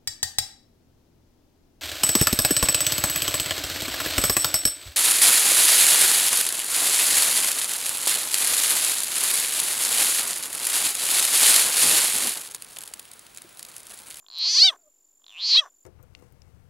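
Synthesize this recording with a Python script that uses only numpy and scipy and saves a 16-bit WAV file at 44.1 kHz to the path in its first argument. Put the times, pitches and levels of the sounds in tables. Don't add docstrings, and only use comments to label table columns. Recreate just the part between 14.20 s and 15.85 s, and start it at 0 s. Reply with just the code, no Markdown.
import sys
import numpy as np
from scipy import signal
from scipy.fft import rfft, irfft, next_fast_len
from scipy.io import wavfile
from scipy.ndimage import uniform_filter1d

SR = 44100
rng = np.random.default_rng(int(sys.argv[2]) if len(sys.argv) > 2 else 0)


def dump(signal):
    limited = np.clip(np.atleast_2d(signal).T, -1, 1)
    pcm = np.round(limited * 32767).astype(np.int16)
    wavfile.write(sys.argv[1], SR, pcm)


N = 72765


def cry(rows, head_start):
    # (f/Hz, t60/ms before the limits in ring, level/dB)
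    head = [(1936, 6, -3.5), (2510, 7, -13.5), (3474, 20, 4)]
    upper_head = [(5205, 6.6, -8.5), (5988, 14, -1), (7025, 18, -15)]
    throat = [(450, 12, -9), (738, 9.8, 1), (1002.5, 6.2, 9.5), (1600, 7, -11.5)]
    treble = [(8336, 6, 6), (10000, 5, -19), (11430, 2.6, -1), (14400, 4, -22)]
    larynx_lag_s = 0.024
    open_s, throat_lag_s = 0.00019, 0.00043
    mouth_cut_hz = 1100
    hiss_db = -44
    jitter, breathy_db, throat_rasp, treble_hiss = 0.045, -16.5, 1.3, 4

    s, rate, *curves, roughness = np.transpose(rows)
    t = np.arange(s[0], s[-1], 1 / SR)
    smooth_rate = uniform_filter1d(np.interp(t, s, rate), round(larynx_lag_s * SR), mode="nearest")
    cycles = head_start + np.cumsum(smooth_rate) / SR
    whole = np.arange(1, int(cycles[-1]) + 1)
    rough = np.interp(whole, cycles, np.interp(t, s, roughness))
    times = np.interp(whole + jitter * rough * rng.standard_normal(len(whole)), cycles, t)
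    rough = rough[:, None]
    size = 1 / np.sqrt(np.interp(times, s, rate))[:, None]
    at_clicks = [np.interp(times, s, curve)[:, None] for curve in curves]
    mouth_hz, mouth_t60, mouth_db, head_db, upper_db, throat_db, treble_db = at_clicks

    def bank(u, modes, rise_s):
        return sum((-1) ** k * amp(db) * ring(u, hz, t60_ms, rise_s)
                   for k, (hz, t60_ms, db) in enumerate(modes))

    def click(u):
        hiss = rng.standard_normal(u.shape)
        bright = amp(mouth_db) * ring(u, mouth_hz, mouth_t60, open_s)
        bright = bright + amp(head_db) * bank(u, head, open_s)
        bright = bright - amp(upper_db) * bank(u, upper_head, open_s)
        bright = bright * (1 + amp(hiss_db) * hiss)
        bright = bright + amp(treble_db) * bank(u, treble, open_s) * (1 + treble_hiss * rough * hiss)
        f = np.fft.rfftfreq(1024, 1 / SR)
        bass_loss = (1j * f / (mouth_cut_hz + 1j * f)) ** 4
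        bright = irfft(rfft(bright, 1024) * bass_loss, 1024)[:, :u.shape[1]]
        low = amp(throat_db) * bank(u, throat, throat_lag_s)
        grain = 8 * uniform_filter1d(uniform_filter1d(rng.standard_normal(u.shape), size=45), size=45)
        bright = bright * (1 + amp(breathy_db) * rough * grain)
        low = low * (1 + throat_rasp * rough * grain)
        return size * (bright + low)
    return laid(times, click, size=700)


def ring(t, hz, t60_ms, rise_s):
    loss = np.log(1000) / (np.clip(t60_ms, 1, 16) / 1000)
    onset = (1 - np.exp(-t / rise_s)) ** 2
    return 2 * np.sqrt(loss) * np.sin(2 * np.pi * hz * t) * np.exp(-loss * t) * onset


def path(f):
    # (f/Hz, width/Hz, depth/dB)
    notches = [(870, 500, -9.5), (1400, 130, -29.5), (3785, 120, -5), (7650, 600, -9), (8780, 500, -10.5)]
    echo_s, echo_db = 0.0028, -13.5
    low_cut_hz, air_loss_hz = 360, 12000
    gain = 1 + amp(echo_db) * np.exp(-2j * np.pi * f * echo_s)
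    gain = gain * (1j * f / (low_cut_hz + 1j * f)) ** 4 / (1 + (f / air_loss_hz) ** 4)
    for hz, width, db in notches:
        detune = hz * hz - f * f
        gain = gain * (detune + 1j * f * width * amp(db)) / (detune + 1j * f * width)
    return gain


def hoot():
    # (t/s, f/Hz, tone level/dB, octave level/dB)
    glide = [(0.585, 695, -68.5, -89), (0.607, 708, -79, -82), (0.637, 643, -70, -99),
             (0.645, 611, -73, -99), (0.679, 608, -59.5, -73), (0.695, 553, -74, -93),
             (0.707, 532, -90, -105), (0.71, 532, -91, -96)]
    s, hz, *levels = np.transpose(glide)
    t = np.arange(N) / SR
    turn = 2 * np.pi * np.cumsum(np.interp(t, s, hz)) / SR
    return sum(np.sqrt(2) * amp(np.interp(t, s, db, -140, -140)) * np.sin((k + 1) * turn)
               for k, db in enumerate(levels))


def room(voice):
    t60_s, level_db = 0.15, -42.5
    t = np.arange(SR // 4) / SR
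    tail = rng.standard_normal(len(t)) * amp(-60 * t / t60_s)
    return amp(level_db) * signal.fftconvolve(voice, tail / np.linalg.norm(tail))[:N]


def ticks():
    # (t/s before a 0.21 ms delay, level/dB before a 7.5 dB lift and the high-pass)
    snaps = [(0.1863, -22), (0.1935, -45.5)]
    t60_s = 0.00042
    s, db = np.transpose(snaps)

    def snap(u):
        level = amp(db[:, None] + 7.5 - 60 * u / t60_s)
        return level * (u > 0) * np.cos(2 * np.pi * 11000 * u)
    return filtered(laid(s + 0.00021, snap, size=90), lambda f: f ** 2 / (f ** 2 + 4000 ** 2))


def crickets():
    # (first stroke t/s, strokes per s, stroke length/s, start f/Hz, droop/Hz, level/dB)
    trills = [(-.0015, 47.38, 0.016, 7230, 800, -60.5), (0.011, 44.5, .014, 7200, 249.6, -72.5)]
    # (t/s, start f/Hz, level/dB)
    chirps = [(.613, 5000, -78), (.692, 4150, -96), (.695, 5190, -93), (.765, 5300, -89), (.84, 4950, -80),
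              (0.88, 4905, -84), (1.555, 4950, -86.5), (1.6, 4980, -91), (1.64, 4950, -76.5)]
    trill_curve, trill_scatter_db = 4.5, 1.2
    chirp_s, chirp_droop_hz, chirp_curve = 0.018, 603, 0.8
    out = 0
    for first, rate, length_s, start_hz, droop_hz, db in trills:
        luck = rng.standard_normal((90, 3))
        times = abs(first + np.arange(90) / rate + 0.000067 * luck[:, 0])
        gain = amp(db + trill_scatter_db * luck[:, 1:2])
        hz = start_hz + 12 * luck[:, 2:]
        out = out + laid(times, lambda u: gain * stroke(u, length_s, hz, droop_hz, trill_curve), size=900)
    s, hz, db = np.transpose(chirps)[:, :, None]
    return out + laid(s[:, 0], lambda u: amp(db) * stroke(u, chirp_s, hz, chirp_droop_hz, chirp_curve),
                      size=900)


def stroke(u, length_s, hz, droop_hz, curve):
    overtone_db = -26
    v = np.clip(u / length_s, 0, 1)
    turn = 2 * np.pi * (hz * u - droop_hz * length_s * v ** (curve + 1) / (curve + 1))
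    swell = np.sin(np.pi * v) ** 0.6
    return np.sqrt(2) * swell * (np.sin(turn) + amp(overtone_db) * np.sin(2 * turn))


def air():
    # (f/Hz, relative density/dB per Hz)
    air_colour = [(20, -12.5), (50, -7.5), (150, -29.5), (280, -4.5), (700, -12), (2000, -22.5),
                  (4500, -20.5), (5800, -16), (7700, -15), (9500, -20), (14000, -11), (15700, -18.5)]
    rush_colour = [(200, -30.5), (300, 1.5), (700, -5.5), (1500, -12), (3000, -22.5)]
    # (t/s, level/dB)
    rush_curves = [
        [(0.36, -82.5), (0.538, -62), (0.646, -84.5), (0.666, -80), (0.72, -102)],
        [(1.3, -80.5), (1.436, -79), (1.454, -66.5), (1.514, -83.5), (1.62, -104)],
    ]
    air_db = -71.5
    t = np.arange(N) / SR
    rush = sum(amp(np.interp(t, *np.transpose(rows), -140, -140)) for rows in rush_curves)
    return amp(air_db) * noise(air_colour) + rush * noise(rush_colour)


def noise(spectrum):
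    f, db = np.transpose(spectrum)
    x = filtered(rng.standard_normal(N), lambda hz: amp(np.interp(np.log(hz + 1), np.log(f), db)))
    return x / x.std()


def amp(db):
    return 10 ** (np.asarray(db) / 20)


def filtered(x, response):
    m = next_fast_len(N + SR // 2)
    return irfft(rfft(x, m) * response(np.fft.rfftfreq(m, 1 / SR)), m)[..., :N]


def laid(times, shape, size):
    first = np.floor(times * SR).astype(int)
    where = first[:, None] + np.arange(size)
    since = np.maximum(where / SR - times[:, None], 0)
    return np.bincount(where.ravel(), shape(since).ravel(), N + 2 * SR)[:N]


def scene():
    # (t/s, click rate/Hz, mouth f/Hz, mouth t60/ms before the limits in ring,
    # mouth, head, upper head, throat and treble level/dB before the click-rate scaling, roughness 0-1)
    first_cry = [(0.0, 23, 3370.0, 7.5, -91.0, -105.0, -101.0, -73.5, -104.0, 0.2),
                 (0.03, 61.2, 3400, 7.5, -98, -105.0, -84, -67, -102.0, 0),
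                 (0.065, 42.5, 3420, 7.5, -52.0, -91, -78.0, -67, -92, 0.14),
                 (0.08, 52.6, 4100, 7.5, -50.0, -68, -68.5, -64.5, -90, 0.2),
                 (0.095, 57.8, 4250.0, 7.5, -45.5, -66, -72.5, -63, -81, 0.2),
                 (0.13, 128.8, 4130, 7.5, -40.5, -61, -79, -62.5, -79, 0.2),
                 (0.17, 167.3, 4030, 7.5, -30.5, -56.5, -55, -57, -94, 0.2),
                 (0.21, 281, 4140, 7.5, -21, -41.5, -48.0, -57.0, -82, 0.2),
                 (0.25, 344.4, 4330, 4.0, -16.5, -41.0, -41, -50.0, -75, 0.17),
                 (0.29, 416.6, 4500, 4.0, -15, -36.5, -28.5, -53.5, -54.5, 0.2),
                 (0.325, 439, 4540, 4.0, -20, -37, -23.5, -52.5, -48, 0.2),
                 (0.36, 535.6, 4570, 5.5, -14, -32.5, -23, -46.5, -46.5, 0.09),
                 (0.39, 629.7, 4275, 5.5, -10.5, -29, -23, -47, -42.5, 0.16),
                 (0.42, 718, 4506, 5.5, -5, -36.5, -27.0, -44.5, -41.5, 0.05),
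                 (0.445, 779.5, 4350, 5.5, -6.5, -17.5, -26, -35.5, -39.5, 0),
                 (0.457, 781.6, 4085, 5.5, -6, -24, -25.5, -40, -37.5, 0.03),
                 (0.47, 763.7, 3780.0, 5.5, -9.5, -20, -26.5, -36, -41.5, 0.03),
                 (0.49, 695.3, 3650, 5.5, -12.5, -27, -39, -43, -46, 0.04),
                 (0.503, 643, 3354, 5.5, -39.5, -30, -46.5, -32.5, -50.5, 0.1),
                 (0.515, 588.6, 3280, 5.5, -58, -67, -55, -44.5, -58.5, 0.2),
                 (0.535, 473, 3240, 4.0, -51, -85.5, -64.5, -42, -73, 0.5),
                 (0.55, 326.3, 3280, 4.0, -70.5, -81, -67, -52.0, -73.5, 0),
                 (0.565, 240.0, 3353, 4.0, -91, -86, -74, -56.5, -76.5, 0.7)]
    second_cry = [(0.995, 54.72, 3400, 6.9, -99, -112.0, -101.0, -76.5, -106.0, 0.1),
                  (1.03, 40.14, 3260, 9.8, -60.5, -104.0, -81, -74.5, -103.0, 0.1),
                  (1.065, 44.28, 3960, 5.2, -48, -64, -76, -67, -80, 0.1),
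                  (1.095, 94.2, 3480, 11, -50.0, -60.5, -65, -66, -82, 0.1),
                  (1.13, 115.9, 2710, 21, -48.0, -56.5, -66, -63.5, -71, 0.1),
                  (1.165, 166.4, 2590, 15, -37.5, -68, -68.5, -61, -78, 0.1),
                  (1.19, 200.2, 3153, 5.8, -34, -54.5, -62.5, -55.5, -68, 0.1),
                  (1.215, 225.7, 3960, 5.5, -25.5, -42, -73.5, -60, -87.5, 0.1),
                  (1.245, 252.8, 4360, 7.5, -20.5, -44.0, -47.5, -55.5, -84, 0.1),
                  (1.275, 287.6, 4580, 3.2, -17.5, -44, -34, -59, -87.5, 0.1),
                  (1.3, 403.2, 4430.0, 3.2, -13.5, -37, -32.0, -49, -68.5, 0.1),
                  (1.33, 464, 4200, 6.4, -11.5, -32.5, -36.0, -54, -57, 0.1),
                  (1.355, 546.2, 4107, 7.7, -9.5, -30.5, -36, -39, -57, 0.1),
                  (1.375, 656.8, 3800, 8.6, -7.5, -25.5, -33, -48, -50.5, 0.1),
                  (1.395, 670, 3300, 9.9, -12.0, -25, -40, -44.5, -43, 0.1),
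                  (1.407, 645, 3030, 5.5, -46.5, -29, -43, -40.5, -61, 0.1),
                  (1.42, 600.4, 3100.0, 5.5, -52.5, -64, -48.5, -36, -68, 0.1),
                  (1.44, 523, 3100.0, 4.0, -53.5, -63.5, -55.5, -44.5, -70.5, 0.1),
                  (1.455, 354, 3100.0, 4.0, -69, -71.5, -59, -45.5, -82, 0.5),
                  (1.47, 267.6, 3105, 1.6, -66, -77.5, -64, -49.5, -86.5, 0.5),
                  (1.492, 205.8, 3100.0, 2.8, -99.5, -75, -79.0, -68, -80.5, 0.5)]
    head_starts = [.97, .83]
    cries = cry(first_cry, head_starts[0]) + cry(second_cry, head_starts[1])
    frog = filtered(cries, path) + hoot()
    mono = frog + room(frog) + ticks() + crickets() + air()
    return np.array([mono, mono])


def record(dry):
    top_hz, offset = 15750, -0.0002
    return filtered(dry, lambda hz: hz < top_hz) + offset


dry = scene()
out = record(dry)
dump(out)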